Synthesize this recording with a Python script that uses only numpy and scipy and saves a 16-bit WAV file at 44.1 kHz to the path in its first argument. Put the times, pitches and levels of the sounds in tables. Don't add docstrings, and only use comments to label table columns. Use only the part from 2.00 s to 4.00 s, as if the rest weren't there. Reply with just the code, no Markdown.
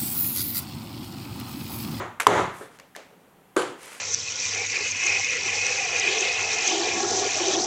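import sys
import numpy as np
from scipy import signal
from scipy.fft import rfft, irfft
from scipy.io import wavfile
from scipy.ndimage import map_coordinates

SR = 44100
rng = np.random.default_rng(int(sys.argv[2]) if len(sys.argv) > 2 else 0)


def master_out(mix):
    frames = np.transpose(np.atleast_2d(mix))
    ceiling = np.clip(frames, -1, 1)
    pcm = np.round(ceiling * 32767).astype(np.int16)
    wavfile.write(sys.argv[1], SR, pcm)


N = 88200
T = np.arange(N) / SR
BUILD_UP_S = 0.0068
CRACKLE_PER_S, CRACKLE_DB = 400, 4

# frequency_hz, level_db
SMACK_SPECTRUM = [(40, -52), (200, -24.5), (800, -2), (1700, 4), (3000, -4), (4400, -7.5), (7000, -6.5),
                  (8500, -13), (11000, -10.5), (13500, -19), (16000, -34)]


def amp(db):
    return 10 ** (np.asarray(db) / 20)


def unit(x):
    return x / np.sqrt(np.mean(x ** 2) + 1e-20)


def along(points, hz):
    frequencies, values = np.transpose(points)
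    return np.interp(np.log(hz + 1), np.log(frequencies + 1), values)


def noise(spectrum):
    gain = amp(along(spectrum, np.fft.rfftfreq(N, 1 / SR)))
    return unit(irfft(rfft(rng.standard_normal(N)) * gain, N))


def fade(t60, t=T):
    return np.exp(-np.log(1000) * t / np.maximum(t60, 1e-4))


def rise(seconds):
    return 1 - np.exp(-(T / seconds) ** 2)


def swell(start_s, rise_s, hold_s, release_s):
    return np.interp(T, start_s + np.cumsum([0, rise_s, hold_s, release_s]), [0, 1, 1, 0])


def grain(per_s, depth_db):
    wander = map_coordinates(rng.standard_normal(N // 8), [T * per_s], mode="wrap")
    return unit(amp(depth_db * wander))


def ring(modes):
    return sum(amp(db) * np.sin(2 * np.pi * hz * T) * fade(t60) for hz, db, t60 in modes)


def at(start_s, x):
    shift = int(round(start_s * SR))
    return np.pad(x, (shift, 0))[:N] if shift >= 0 else np.pad(x, (0, -shift))[-shift:]


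def lowcut(x, hz):
    return signal.sosfilt(signal.butter(3, hz, "high", fs=SR, output="sos"), x)


def room(spectrum):
    # frequency_hz, t60_s
    decay_times = [(60, 0.5), (150, 0.62), (400, 0.39), (1000, .52), (2500, 0.5), (6000, 0.43),
                   (10000, 0.41), (15000, 0.27)]
    hz, t, bands = signal.stft(noise(spectrum), SR, nperseg=512)
    decaying = bands * fade(along(decay_times, hz)[:, None], t)
    return signal.istft(decaying, SR, nperseg=512)[1][:N] * rise(BUILD_UP_S)


def slams():
    # start_s, level_db
    blows = [(-.19, 3), (0.2677, 3)]
    # pitch_hz, level_db, t60_s
    clap_modes = [(413, -3, 0.15), (1052, 19, 0.017), (1247, 9.5, 0.013), (1594, -5, 0.005),
                  (2120, -13, 0.0083), (3500, -4, 0.003)]
    # pitch_hz, level_db, t60_s
    bench_modes = [(113.76, 3, 0.43), (180.2, -8, .6), (373, 5.5, 0.41), (515, 4.5, 0.22),
                   (803, -11, 0.477), (862, -6.5, 0.4), (1012, -6.5, 0.52), (1283, -2, 0.32)]
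    # frequency_hz, level_db
    room_spectrum = [(25, -58), (50, -25.5), (80, -14), (115, -10.5), (170, -12.5), (225, -12.5), (300, -6),
                     (370, -2), (480, -4), (660, -5), (1000, -6), (1350, -9), (1600, -13.5), (2100, -14),
                     (2500, -22), (3400, -22.5), (5100, -33), (7000, -25.5), (8500, -36), (11000, -36.5),
                     (13500, -45.5), (15500, -62)]
    attack_s, puff_s = 0.0015, 0.0014
    clap = ring(clap_modes) * rise(attack_s)
    puff = amp(-9) * (1 - T / puff_s) * np.exp(-T / puff_s) * rise(attack_s)
    strongest_db = max(db for hz, db, t60 in bench_modes)
    bench = amp(-15.5 - strongest_db) * ring(bench_modes) * rise(BUILD_UP_S)
    out = np.zeros(N)
    for start_s, db in blows:
        splat = at(0.002038, amp(1) * noise(SMACK_SPECTRUM) * fade(t60=0.0179))
        reverb = amp(-7) * room(room_spectrum)
        out += at(start_s, amp(db) * (clap + splat + puff + bench + reverb))
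    return out


def workshop_air():
    # frequency_hz, level_db
    spectrum = [(15, -58), (25, -24), (107, -19.5), (193, -7.5), (221, -22.5), (253, -7.5), (305, -15.5),
                (523, -21.5), (648, -21), (703, -15.5), (3000, -30), (5010, -38.5), (15500, -31.5)]
    return amp(-56.5) * noise(spectrum)


def pats():
    # start_s, level_db, pitch_hz, decay_cycles, smack_db, room_db
    touches = [(0.1995, -4, 1570, 7.1, -17, -32), (0.2056, -25.5, 990, 12, -6, -44),
               (0.2103, -15.5, 1402, 17, -13, -38), (0.7876, -42, 2200, 6.5, 5.5, -8),
               (.7978, -44.5, 1700, 7.1, 11.5, -18), (0.8004, -47.5, 1180, 8, 5.5, -18),
               (0.9502, -32, 1760, 46, -7, -14.5), (0.9578, -37.5, 2220, 13, -1, -10),
               (.9632, -19.5, 565, 3.7, -6.5, -23), (1.5636, -18, 1210, 30, -6.5, -26),
               (1.6206, -24, 2950, 50, -1.5, -11)]
    # frequency_hz, level_db
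    room_spectrum = [(100, -20.5), (300, -0.5), (550, 9), (1100, -4), (2200, -1.5), (3500, -9),
                     (7500, -13.5), (12000, -28.5), (16000, -35)]
    out = np.zeros(N)
    for start_s, db, hz, cycles, smack_db, room_db in touches:
        pop = ring([(hz, 0, cycles / hz)])
        smack = amp(smack_db) * noise(SMACK_SPECTRUM) * fade(t60=0.012)
        direct = lowcut((pop + smack) * rise(seconds=0.00032), hz=278)
        reverb = amp(room_db) * room(room_spectrum)
        out += at(start_s, amp(db) * (direct + reverb))
    return out


def peels():
    # start_s, level_db, t60_s
    releases = [(0.201, -22, .17)]
    # frequency_hz, level_db
    spectrum = [(300, -25), (800, 2.5), (2400, 5.5), (4500, -11), (7000, -6.5), (11000, -6.5), (16000, -26)]
    return sum(at(start_s, amp(db) * noise(spectrum) * grain(CRACKLE_PER_S, CRACKLE_DB) * fade(t60))
               for start_s, db, t60 in releases)


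def slides():
    # start_s, rise_s, hold_s, release_s, hiss_db, drag_db
    strokes = [(0.504, .07, 0.038, 0.089, -53, -52), (0.657, 0.093, 0.021, 0.011, -83, -56.5),
               (1.765, 0.081, 0.076, 0.27, -55, -43)]
    # frequency_hz, level_db
    hiss_spectrum = [(1500, -27), (5000, -16), (7500, -2.5), (11000, -0.5), (13500, -7.5), (16000, -17)]
    # frequency_hz, level_db
    drag_spectrum = [(88, -42), (150, -11), (221, -13), (257, -6), (289, -38), (324, -8), (486, -1.5),
                     (612, -6.5), (2310, -4.5), (3970, -13), (9820, -12.5), (15000, -37.5)]
    # start_s, level_db
    slips = [(1.831, -36.5), (1.858, -35), (1.933, -41.5)]
    out = np.zeros(N)
    for *timing, hiss_db, drag_db in strokes:
        envelope = swell(*timing) * grain(per_s=300, depth_db=1.3)
        out += envelope * (amp(hiss_db) * noise(hiss_spectrum) + amp(drag_db) * noise(drag_spectrum))
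    for start_s, db in slips:
        out += at(start_s, amp(db) * noise(hiss_spectrum) * fade(t60=0.01))
    return out


def thuds():
    # start_s, level_db, wet_db, pitch_ratio
    landings = [(.610, -21.5, -10, 1.15), (1.5659, -0.5, 1, 1)]
    # pitch_hz, level_db, t60_s
    clay_modes = [(357.4, -5.5, 0.047), (478.6, -12.5, 0.075), (1157, -12, 0.028), (1360, -21, 0.079),
                  (1560, -24, 0.12), (2050, -23, .02), (3163, -43, 0.15)]
    # frequency_hz, level_db
    squelch_spectrum = [(300, -30), (1300, -12), (2200, -4.5), (3200, -17), (4600, 10.5), (5600, -25),
                        (7200, 2.5), (8400, -14), (9500, 10), (11500, -13), (16000, -30.5)]
    # frequency_hz, level_db
    room_spectrum = [(60, -47), (100, -22), (210, -18.5), (265, -6.5), (310, -3.5), (380, 1.5), (490, -1.5),
                     (600, -10.5), (850, -11.5), (1150, -10.5), (1580, -13), (1900, -21), (2600, -23),
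                     (3120, -20), (4000, -27.5), (5500, -33.5), (7300, -25.5), (9700, -35), (15500, -54.5)]
    attack_s = 0.001
    out = np.zeros(N)
    for start_s, db, wet_db, pitch_ratio in landings:
        modes = [(hz * pitch_ratio, level, t60) for hz, level, t60 in clay_modes]
        knock = lowcut(ring(modes) * rise(attack_s), hz=250)
        snap = at(attack_s, amp(wet_db - 17) * noise(SMACK_SPECTRUM) * fade(t60=0.0074))
        crackle = noise(squelch_spectrum) * grain(CRACKLE_PER_S, CRACKLE_DB)
        squelch = amp(wet_db - 35) * crackle * fade(t60=0.31) * rise(BUILD_UP_S)
        reverb = amp(-18) * room([(hz * pitch_ratio, level) for hz, level in room_spectrum])
        out += at(start_s, amp(db) * (walls(knock + snap) + squelch + reverb))
    return out


def walls(x):
    # delay_s, level_db
    echoes = [(0.0124, -13), (0.0456, -15)]
    return x + sum(amp(db) * at(delay_s, x) for delay_s, db in echoes)


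def shuffles():
    # start_s, rise_s, hold_s, release_s, level_db
    steps = [(1.079, 0.037, 0.052, 0.28, -55.5), (1.34, 0.039, 0.036, 0.2, -59.5)]
    # frequency_hz, level_db
    spectrum = [(47, -64), (80, -38), (190, -2), (222, -20), (444, -8), (872, -23), (942, -24), (1530, -28),
                (8000, -47), (10400, -78), (17600, -120)]
    rustle = sum(amp(db) * swell(*timing) * noise(spectrum) for *timing, db in steps)
    return rustle * grain(per_s=74, depth_db=-1.5)


def scene():
    return (slams() + workshop_air() + pats() + peels() + slides() + thuds() + shuffles())[None]


def record(dry):
    # frequency_hz, gain_db
    response = [(20, -3), (60, -1.5), (7000, -0.5), (11000, -2), (14000, -4), (16000, -9)]
    limit_db, attack_s, recover_db_per_s, top_hz = -3.5, 0.0013, 132.5, 16000
    over_db = np.maximum(20 * np.log10(np.abs(dry[0]) + 1e-9) - limit_db, 0)
    recovery_db = recover_db_per_s * T
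    held_db = np.maximum.accumulate(over_db + recovery_db) - recovery_db
    pole = np.exp(-1 / (SR * attack_s))
    duck_db = signal.lfilter([1 - pole], [1, -pole], held_db)
    clipped = np.clip(dry * amp(-duck_db), -1, 1)
    hz = np.fft.rfftfreq(2 * N, 1 / SR)
    gain = amp(along(response, hz)) * (hz < top_hz)
    return irfft(rfft(clipped, 2 * N) * gain)[:, :N]


dry = scene()
out = record(dry)
master_out(out)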